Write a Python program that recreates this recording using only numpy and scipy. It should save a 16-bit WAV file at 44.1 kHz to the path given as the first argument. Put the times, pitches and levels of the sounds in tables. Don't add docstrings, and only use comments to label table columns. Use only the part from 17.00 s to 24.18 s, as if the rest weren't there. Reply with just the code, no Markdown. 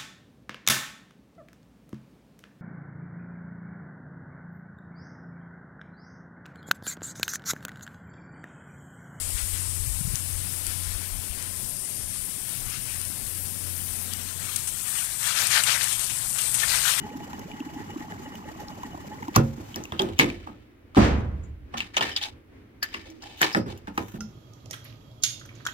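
import sys
import numpy as np
from scipy import signal
from scipy.fft import rfft, irfft, next_fast_len
from scipy.io import wavfile
from scipy.ndimage import map_coordinates

SR = 44100
rng = np.random.default_rng(int(sys.argv[2]) if len(sys.argv) > 2 else 0)


def dump_mix(stems):
    frames = np.atleast_2d(stems).T
    limited = np.clip(frames, -1, 1)
    pcm = np.round(limited * 32767).astype(np.int16)
    wavfile.write(sys.argv[1], SR, pcm)


def magnitude_from_level(level_db):
    exponent = np.asarray(level_db, float) / 20
    return 10 ** exponent


N = 316638
CLOCK = np.arange(N) / SR


def unit(x):
    return x / np.sqrt(np.mean(x ** 2) + 1e-20)


def along(points, hz):
    f, v = np.transpose(points)
    return np.interp(np.log(hz + 1), np.log(f + 1), v)


def wobble(rate):
    knots = rng.standard_normal(int(N * rate / SR) + 4)
    return map_coordinates(knots, [CLOCK * rate])


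def filtered(x, response):
    n = x.shape[-1]
    m = next_fast_len(n + 4096, real=True)
    hz = np.fft.rfftfreq(m, 1 / SR)
    return irfft(rfft(x, m) * response(hz), m)[..., :n]


def peak(f, centre_hz, width_hz):
    return 1j * f * width_hz / (centre_hz ** 2 - f * f + 1j * f * width_hz)


def treble(f):
    return peak(f, 6060, 3500) ** 2 + 0.87 * peak(f, 12200, 8200) ** 2 / (1 + (f / 15700) ** 40)


def add(track, s, sound):
    part = track[..., round(s * SR):][..., :sound.shape[-1]]
    part += sound[..., :part.shape[-1]]


def spread(pair, alike, response=lambda hz: 1):
    def mix(hz):
        turn = np.arccos(np.clip(along(alike, hz), -1, 1)) / 2
        return response(hz) * np.array([np.cos(turn), np.sin(turn)])
    mid, side = filtered(pair, mix)
    return np.array([mid + side, mid - side])


def rush(colour, alike):
    noise = rng.standard_normal((2, N))
    return unit(spread(noise, alike, lambda f: magnitude_from_level(along(colour, f))))


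def ports(x, lag_s):
    return filtered(x, lambda f: np.exp(-1j * np.pi * f * lag_s * np.array([[1], [-1]])))


# pitch in Hz, likeness from -1 to 1.
ALIKE = [(60, 1), (130, 0.92), (290, 0.74), (640, 0.01), (1410, -0.047), (3100, 0.053), (6820, -0.42),
         (15000, -0.48)]


def dying(seconds, t60s):
    hz, t, z = signal.stft(rng.standard_normal((2, round(seconds * SR))), SR, nperseg=512)
    fade = magnitude_from_level(-60 * t / along(t60s, hz)[:, None])
    return spread(signal.istft(z * fade, SR, nperseg=512)[1], ALIKE)


# pitch in Hz, level in dB per Hz.
SHOP = [(22, -12), (96, 1), (160, -16), (281, -3.5), (480, -15), (800, -24), (2200, -25), (3940, -37),
        (16000, -57)]


def shop_air():
    return magnitude_from_level(-50 + 1.9 * wobble(9.9)) * rush(SHOP, ALIKE)


# pitch in Hz, level in dB per Hz.
CHASSIS = [(20, -25), (40, -13), (80, 11), (120, -0.5), (200, -26.5), (400, -120)]
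# start in seconds, level in dB.
ROCKS = [
    (2.339, -37),
    (3.1, -35),
    (3.96, -27.5),
    (6.55, -38.5),
]


def chassis_rocking():
    rise_s, t60_s = 0.041, 1.7
    rock = np.zeros(N)
    for s, db in ROCKS:
        age = CLOCK - s
        rock += magnitude_from_level(db - 60 * age / t60_s) * np.clip(age / rise_s, 0, 1)
    return magnitude_from_level(-4.5) * rock * rush(CHASSIS, ALIKE) * magnitude_from_level([[-.7], [.7]])


# pitch in Hz, time to fall 60 dB in seconds.
WALLS = [(100, 0.34), (1000, 0.21), (10000, 0.11)]


def walls(x):
    tail = dying(0.43, WALLS)
    delayed = np.pad(x, (400, 0))[None]
    return signal.fftconvolve(delayed, tail / np.linalg.norm(tail[0]), axes=1)[:, :N]


# pitch in Hz, level in dB per Hz.
BOOM = [(20, -12.5), (70, 2), (167, -6), (208, 0.5), (368, -7), (500, -8), (7510, -35.5), (16000, -75)]
# pitch in Hz, time to fall 60 dB in seconds.
BOOM_T60 = [(40, 1.44), (100, 1.35), (250, 0.68), (1000, 0.68), (4000, 0.42), (12000, 0.28)]


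def boom():
    track = np.zeros((2, N))
    roll = unit(filtered(dying(1.2, BOOM_T60), lambda f: magnitude_from_level(along(BOOM, f))))
    t = np.arange(roll.shape[1]) / SR
    low = filtered(roll, lambda f: 1 / (1 + (f / 1500) ** 4))
    thud = low * (1 - np.exp(-t / 0.00068))
    slosh = (roll - low) * (1 - .9 * np.exp(-(t / .055) ** 2))
    add(track, 3.968, magnitude_from_level(-24) * (thud + magnitude_from_level(8) * slosh))
    return track


# start in seconds, peak level in dB, pitch in Hz,
# time to fall 60 dB in seconds, level of the shell ring in dB.
KNOCKS = [(2.362, -10, 106, 0.14, -1.5), (2.577, -33, 280, .12, -12), (2.598, -33, 100, .12, -20),
          (2.759, -28.5, 303, 0.22, -1.5), (2.765, -33, 95, .25, -20), (2.921, -29, 108, 0.2, 5.5),
          (2.996, -20, 345, 0.2, -1.5), (3.03, -27, 100, .3, -15), (3.085, -30, 350, .12, -5),
          (3.191, -15, 300, 0.3, 2), (3.215, -24.5, 132.8, 0.38, -8), (3.471, -38, 81.7, 0.31, 9.5),
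          (3.971, -13, 250, 0.14, 0), (4.739, -36, 197, 0.41, 11), (4.968, -30.5, 422, 0.38, 13.5),
          (5.008, -30, 364, 0.33, 13.5), (5.943, -36, 314, 0.15, 5), (6.413, -23, 400, 0.26, 5),
          (6.548, -21.5, 303, 0.14, 6), (6.567, -15, 240, 0.079, -37), (6.66, -26.5, 125, 0.38, -15),
          (6.878, -30, 247, 0.071, 0), (6.977, -20.5, 256, 0.082, 0.5), (6.985, -30, 100, .3, -20),
          (7.139, -28, 180, 0.14, -25)]


def hollow_thumps():
    track, t = np.zeros(N), np.arange(SR // 3) / SR
    for s, db, hz, t60, shell_db in KNOCKS:
        burst = rng.standard_normal(len(t)) * magnitude_from_level(-60 * t / t60) * (1 - np.exp(-t / 0.0018))
        low = filtered(burst, lambda f: peak(f, hz, hz / 3) + .4 * peak(f, 220, 300) ** 2)
        shell = filtered(burst * magnitude_from_level(-60 * t / 0.037), lambda f: peak(f, 815, 700) ** 2)
        both = low / abs(low).max() + magnitude_from_level(shell_db) * shell / abs(shell).max()
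        add(track, s, magnitude_from_level(db + 2) * both)
    return track


# start in seconds, level in dB, pitch in Hz, time to fall 60 dB in seconds.
RINGS = [(2.385, -29, 535, 0.4), (2.366, -11, 140, 0.25), (2.372, -17, 228, 0.3), (2.998, -16, 370, 0.15),
         (3.028, -19, 345, .15), (3.0, -24, 830, .12), (2.362, -20, 760, .06), (2.805, -38, 835, .12),
         (2.925, -30, 100, .2), (4.035, -22, 362, .15), (4.02, -21, 205, .2), (4.04, -30, 535, .2),
         (3.195, -19, 245, .12), (3.235, -23, 345, .2), (5.96, -46, 318, .4), (6.425, -26, 310, .25),
         (3.972, -11, 257, .2), (3.972, -18, 190, .15), (3.214, -24, 42, 0.35), (3.976, -22, 75.2, 1.6),
         (3.974, -30, 62, 1.2), (3.978, -28, 90.8, .8), (6.085, -39.5, 320, 0.55), (6.06, -46, 530, .2),
         (6.568, -19, 115.4, 0.24), (6.57, -22, 255, .15), (6.98, -30, 105, .3)]


def ringing_panels():
    track, t = np.zeros(N), np.arange(SR) / SR
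    wander = wobble(25)
    rise_cycles, blur = 3.5, .25
    for s, db, hz, t60 in RINGS:
        waver = blur * hz / 300 * np.roll(wander, round(hz) * 100)[:SR]
        swell = 1 - np.exp(-t * hz / rise_cycles)
        add(track, s, magnitude_from_level(db - 60 * t / t60) * swell * np.sin(2 * np.pi * hz * t + waver))
    return track


def rubbing(table, width, broad, rise_s, order, modes):
    body, edge = np.zeros((2, 2, N))
    for s, t60, db, hz, treble_db in table:
        rise = min(rise_s + .06 * t60, 0.2)
        length_s = min(rise + 0.88 * t60, N / SR - s + rise)
        t = np.arange(int(length_s * SR)) / SR
        pair = rng.standard_normal((2, len(t)))
        shape = magnitude_from_level(db - 60 * np.maximum(t - rise, 0) / t60) * np.minimum(t / rise, 1) ** 0.6
        rub = filtered(pair, lambda f: peak(f, hz, width * hz) ** order + broad * peak(f, 2300, 4100) ** 2)
        add(body, s - rise, shape * unit(rub))
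        add(edge, s - rise, shape * magnitude_from_level(treble_db + 2.5) * pair)

    def comb(f):
        return 1 + 2.0 * sum(magnitude_from_level(g) * peak(f, c, w) for c, w, g in modes)
    grit = magnitude_from_level(2.2 * wobble(300) + 1.8 * wobble(67))
    dull = spread(body, ALIKE, comb) * magnitude_from_level(-3.5 if modes else 0)
    return (dull + spread(edge, ALIKE, treble)) * unit(grit)


# peak time in seconds, time to fall 60 dB in seconds,
# level in dB, pitch in Hz.
CHIMES = [(2.364, 0.04, -16, 1140), (2.995, 0.03, -15.5, 3280), (2.997, 0.026, -33, 4760),
          (4.44, 0.14, -57, 7050), (4.778, .07, -37.5, 6030), (6.227, 0.42, -57, 2960),
          (4.969, 0.045, -22, 6160), (5.116, 0.3, -40, 3080), (5.12, 0.37, -48, 5180),
          (5.165, .03, -19, 4700), (5.832, .12, -30, 1740), (5.83, 0.045, -23.5, 4700),
          (5.84, .4, -47, 4900), (5.945, 0.22, -47, 4930), (6.232, 0.14, -57, 5000), (6.54, 0.3, -37, 5100),
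          (6.979, 0.11, -37, 820)]


def chimes():
    rows = [(*row, -37) for row in CHIMES]
    return rubbing(rows, width=.12, broad=.01, rise_s=.0015, order=2, modes=[])


# peak time in seconds, time to fall 60 dB in seconds, level in dB,
# pitch in Hz, treble level in dB.
SPOUT_STROKES = [(2.359, 0.054, -25, 1110, -31.5), (2.72, 1.5, -54, 2500, -5), (3.0, 1.45, -47.5, 2980, -8),
                 (3.207, 0.17, -18, 2280, -20), (3.281, 0.71, -42, 2150, -23), (3.48, 0.19, -57, 948, -2.5),
                 (3.966, 0.13, -34.5, 1200, -31), (4.045, 0.48, -44.5, 6360, -10.5)]
# peak time in seconds, time to fall 60 dB in seconds,
# level in dB, pitch in Hz, treble level in dB.
CAP_STROKES = [(4.745, .25, -51.5, 766, -22), (4.782, 0.09, -32, 2930, -12), (4.809, .25, -36, 2170, -27),
               (4.98, 0.08, -21.5, 2750, -18.5), (5.035, 0.4, -27, 1900, -25),
               (5.124, 0.45, -48.5, 3040, -18), (5.176, 0.06, -26.5, 3380, -16.5),
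               (5.236, 0.14, -27, 3330, -38), (5.262, 0.12, -33, 860, -20), (5.225, .15, -40, 850, -30),
               (5.195, .2, -42, 2000, -20), (5.09, .3, -42, 880, -30), (5.85, 0.4, -41, 1900, -8),
               (5.949, 0.48, -41, 2040, -23), (6.232, .15, -46, 1500, -12), (6.26, .6, -42, 750, -19),
               (6.075, .3, -48, 650, -35), (6.32, .3, -50, 2600, -15), (6.72, .15, -45, 850, -20),
               (6.43, 0.25, -21, 1900, -17), (6.44, .22, -22, 1050, -30), (4.955, .2, -40, 1800, -35),
               (4.81, .3, -41, 1200, -30), (6.39, 0.2, -43.5, 3010, -2.5), (6.563, 0.049, -35, 1200, -5),
               (6.701, 0.34, -45.5, 1020, -15), (6.88, 0.08, -51, 1500, -25), (6.993, 0.14, -42, 1230, -21),
               (7.05, 2, -51, 1350, 2), (5.99, 27, -68, 4900, -8)]
# pitch in Hz, width in Hz, level in dB.
CAP = [(840, 110, -2), (1780, 70, -2), (2280, 60, -3), (2600, 80, -6), (3050, 140, -3), (3580, 90, -2),
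       (3910, 170, -6), (4480, 130, -6), (5050, 130, -5), (5910, 130, -12), (6500, 80, -12)]


def strokes():
    return rubbing(SPOUT_STROKES + CAP_STROKES, width=0.33, broad=0.35, rise_s=.009, order=1, modes=CAP)


def clicks(table, sharp, tail_db):
    track, t = np.zeros(N), np.arange(SR // 12) / SR
    for s, db, hz, treble_db, t60 in table:
        noise = rng.standard_normal(len(t)) * (1 - np.exp(-t / 0.001))
        snap = 5 * np.exp(-((t - .0004) / .00004) ** 2)
        crack = 0.92 * noise * magnitude_from_level(-60 * t / 0.013) + snap
        rattle = noise * magnitude_from_level(tail_db - 60 * t / t60)
        body = filtered(crack, lambda f: peak(f, hz, hz / sharp) + 0.066 * peak(f, 2000, 4200))
        body += filtered(rattle, lambda f: 1.1 * peak(f, hz, hz / 3.55) ** 2)
        edge = filtered(crack + rattle, treble)
        both = body / abs(body).max() + magnitude_from_level(treble_db + 5.5) * edge / abs(edge).max()
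        add(track, s, magnitude_from_level(db + 3.5) * both)
    return track


# start in seconds, peak level in dB, pitch in Hz, treble level in dB.
SPOUT_TICKS = [(2.3425, -30.5, 2140, -25), (2.3602, -19.5, 1500, 7.5), (2.3636, -14, 1150, -6),
               (2.743, -31, 3040, -19.5), (2.759, -33, 5730, 4), (2.8377, -31.5, 6330, -12),
               (2.8532, -32.5, 2640, -9.5), (2.855, -40, 1150, -30), (2.805, -40, 840, -30),
               (2.921, -28, 3300, -17.5), (2.922, -32, 980, -30), (2.9941, -12, 3196, -27.5),
               (3.019, -23, 3460, -5), (3.088, -40, 3320, -17), (3.183, -32, 2500, -8),
               (3.1903, -12.5, 3100, -2), (3.1969, 0, 2150, -29.5), (3.212, -15, 1980, -38),
               (3.243, -18.5, 2100, -31), (3.301, -26, 2360, -36), (3.469, -41.5, 1210, -21),
               (3.948, -29, 1210, -40)]
# start in seconds, peak level in dB, pitch in Hz, treble level in dB.
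CAP_TICKS = [(4.7367, -50, 2390, -24), (4.774, -39.5, 3080, -19.5), (4.8044, -16.5, 2690, -30),
             (4.9432, -30, 2000, -40), (4.9679, -10.5, 2780, -30.5), (5.009, -15.5, 2980, -26),
             (5.1053, -38, 2950, -22.5), (5.1641, -16, 3260, -25), (5.214, -26, 3150, -35),
             (5.2358, -27, 3760, -25), (5.255, -32, 2450, -25), (5.012, -28, 4700, -25),
             (5.095, -35, 3100, -25), (5.035, -27, 2900, -30), (5.067, -30, 2300, -30),
             (5.8295, -17, 1600, -12), (5.828, -23, 2600, -30), (5.9414, -26, 2700, -25),
             (5.943, -31, 1130, -35), (5.945, -24, 2100, -35), (6.101, -49, 6000, -5),
             (6.223, -36, 5230, -27.5), (6.4156, -7, 1800, -14), (6.5284, -33, 5170, -8),
             (6.548, -11.5, 1800, -34.5), (6.6813, -38, 1550, -23), (6.775, -44, 2930, -3.5),
             (6.8728, -31, 1570, -30), (6.977, -18, 1235, -18), (6.978, -21, 780, -35),
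             (6.9785, -23, 2450, -25), (6.976, -25, 1800, -30), (7.1417, -53, 2800, -9)]


def contacts():
    rows = [(*row, .019) for row in SPOUT_TICKS]
    rows += [(*row, .055) for row in CAP_TICKS]
    return clicks(rows, sharp=12, tail_db=-3.0)


# pitch in Hz, width in Hz, level in dB.
NECK = [(843.6, 22, -3), (1880, 120, -17), (2940, 45, -14), (4560, 180, -43), (5170, 36, -44),
        (7030, 360, -31)]
# start in seconds, peak level in dB.
GULPS = [(0.03, -44), (0.188, -43.5), (0.252, -55), (0.324, -45), (0.487, -44.5), (0.682, -47), (0.76, -39),
         (0.887, -38), (1.0, -41.5), (1.09, -41), (1.245, -38.5), (1.322, -43), (1.472, -42.5),
         (1.584, -39), (1.698, -44.5), (1.834, -38), (2.109, -39), (2.224, -46.5)]


def neck_whistle(flow_db):
    gulps, track = np.zeros(N), np.zeros(N)
    for s, db in GULPS:
        add(gulps, s - .006, magnitude_from_level(db + 3) * np.hanning(int(.048 * SR)))
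    for k, (hz, width_hz, db) in enumerate(NECK):
        flutter = magnitude_from_level((4.5 if k else 3) * wobble(30))
        drive = magnitude_from_level(flow_db + 7) * flutter + gulps * 0.38
        tone = unit(filtered(rng.standard_normal(N), lambda f: peak(f, hz, width_hz)))
        track += magnitude_from_level(db) * np.sqrt(width_hz / 30) * drive * tone
    song = np.sin(2 * np.pi * NECK[0][0] * CLOCK + 0.98 * wobble(40))
    return track + magnitude_from_level(-4) * gulps * song


def bubbles(count, centre_hz, low_hz):
    track, draw = np.zeros(N), rng.standard_normal((count, 3))
    starts = np.linspace(0, 2.36, count) + 0.014 * draw[:, 0] ** 2
    for s, (_, b, c) in zip(starts, draw):
        hz = np.clip(centre_hz * np.exp(0.416 * b), low_hz, 2800)
        v = np.arange(int(9 * SR / hz)) * hz / (9 * SR)
        size = magnitude_from_level(3.2 * c) * np.sqrt(900 / max(hz, 900))
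        swell = np.sin(np.pi * np.sqrt(v)) ** 2
        add(track, s, size * swell * np.sin(2 * np.pi * 9 * v * (1 + 0.18 * v)))
    return unit(track)


# start in seconds, peak level in dB, pitch in Hz, treble level in dB.
SPITS = [(0.171, -38, 1830, -9), (0.332, -26, 990, -24.5), (0.3927, -47.5, 2940, 6),
         (0.5147, -34.5, 2480, -33), (0.6028, -36.5, 2740, -11), (1.121, -31.5, 1680, -25),
         (1.3537, -37.5, 2940, -6.5), (1.602, -45, 1820, -0.5), (1.6832, -33, 4900, -26),
         (1.833, -28, 990, -22), (2.2285, -32, 1900, -15.5), (2.224, -33, 920, -25), (.805, -38, 1860, -25),
         (1.006, -35, 1870, -20), (.83, -38, 990, -30), (.905, -40, 2300, -10), (.415, -41, 1950, -15),
         (2.282, -27, 932, -20.5)]


def splashes():
    return clicks([(*row, .02) for row in SPITS], sharp=12.0, tail_db=4.5)


# start in seconds, peak level in dB, pitch in Hz.
GLUGS = [(0.155, -25, 265), (0.336, -32, 256), (0.45, -32.5, 174), (0.538, -31, 230), (0.607, -22.5, 271),
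         (0.665, -27.5, 277), (0.766, -29.5, 278), (0.803, -29, 307), (0.963, -22.5, 293),
         (1.005, -29, 287), (1.114, -37.5, 172), (1.276, -35, 286), (1.354, -33, 189), (1.78, -36, 259),
         (1.849, -32, 273), (1.946, -33, 276), (2.105, -33.5, 292), (2.224, -32, 250), (2.284, -24, 287)]


def big_glugs():
    track, cycles = np.zeros(N), 5.64
    for s, db, hz in GLUGS:
        v = np.arange(int(cycles * SR / hz)) * hz / (cycles * SR)
        swell = np.sin(np.pi * v ** 0.76) ** 2
        tone = np.sin(2 * np.pi * cycles * v * (0.95 + 0.07 * v))
        add(track, s - .004, magnitude_from_level(db - 1.5) * swell * tone)
    return track


# pitch in Hz, level in dB per Hz.
GURGLE = [(53, -41), (90, 4.5), (299, 2.5), (346, -5.5), (387, 1), (492, -17), (910, -62), (1540, -120)]
# pitch in Hz, level in dB per Hz.
SPRAY = [(350, -21.5), (800, 1), (1400, -10), (4230, -17), (6960, -13.5), (9330, -27.5), (14900, -20.5),
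         (16500, -54)]
# pitch in Hz, likeness from -1 to 1.
ALIKE_POUR = [(60, -0.49), (130, 0.82), (290, 0.76), (640, -0.75), (1410, -0.025), (3100, 0.13),
              (6820, -0.34), (15000, 1)]


def gurgle_and_spray(gurgle_db, spray_db):
    lumps = wobble(30)
    uneven = magnitude_from_level(3.2 * np.tanh(lumps / 2) * 2)
    gurgle = magnitude_from_level(gurgle_db + 1.5) * unit(uneven * rush(GURGLE, ALIKE_POUR))
    flicker = magnitude_from_level(3.3 * wobble(90) + 0.33 * lumps)
    return gurgle + magnitude_from_level(spray_db - 3.5) * unit(flicker * rush(SPRAY, ALIKE_POUR))


# time in seconds, flow in dB.
FLOW = [
    (0.0, 0.5),
    (1.2, -3),
    (2.78, -4),
]


def pour():
    flow_db = np.interp(CLOCK, *np.transpose(FLOW))
    gurgle_db, neck_db, spray_db = -44.5 + flow_db, -53.5 + 1.22 * flow_db, -46.5 + 0.16 * flow_db
    flowing = np.clip((2.95 - CLOCK) / 0.086, 0, 1)
    fizz = magnitude_from_level(spray_db - 7.5) * bubbles(count=420, centre_hz=1118, low_hz=500)
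    fizz += magnitude_from_level(gurgle_db - 7) * bubbles(count=110, centre_hz=250, low_hz=150)
    whistle = neck_whistle(neck_db - 12 * (CLOCK > 2.36))
    near = ports(whistle, lag_s=0.00011) + ports(fizz + splashes(), lag_s=0.00032)
    stream = flowing * (gurgle_and_spray(gurgle_db, spray_db) + near)
    return stream + ports(big_glugs(), lag_s=0.00031)


def scene():
    ticks, thumps = contacts(), hollow_thumps() + ringing_panels()
    hands = ports(ticks, lag_s=0.0002564) * magnitude_from_level([[1.2], [-1.2]]) + magnitude_from_level(-15.5) * walls(ticks)
    hands += strokes() + chimes()
    body = ports(thumps, lag_s=0.00037) * magnitude_from_level([[-.7], [.7]]) + magnitude_from_level(-7) * walls(thumps)
    return shop_air() + chassis_rocking() + boom() + body + hands + pour()


def low_pass(x):
    return signal.sosfilt(signal.butter(12, 16810, fs=SR, output="sos"), x)


# pitch in Hz, level in dB per Hz.
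HISS = [(3000, -38), (6000, -16.5), (10000, -0.5), (16000, 4)]


def record(dry):
    wet = dry + magnitude_from_level(-75.0) * rush(HISS, [(100, 0.0008)])

    def port_colour(f):
        tilt_db = np.array([[1], [-1]]) * (-0.75 + 2.2 * f / (f + 3000))
        return magnitude_from_level(tilt_db) * peak(f, 540, 22000)
    wet = filtered(wet, port_colour)
    top = .96
    rounded = wet / (1 + abs(wet / top) ** 8) ** (1 / 8)
    finished = filtered(rounded, lambda f: np.where(f < 15900, 1, magnitude_from_level(-24)))
    return low_pass(finished)


dry = scene()
out = record(dry)
dump_mix(out)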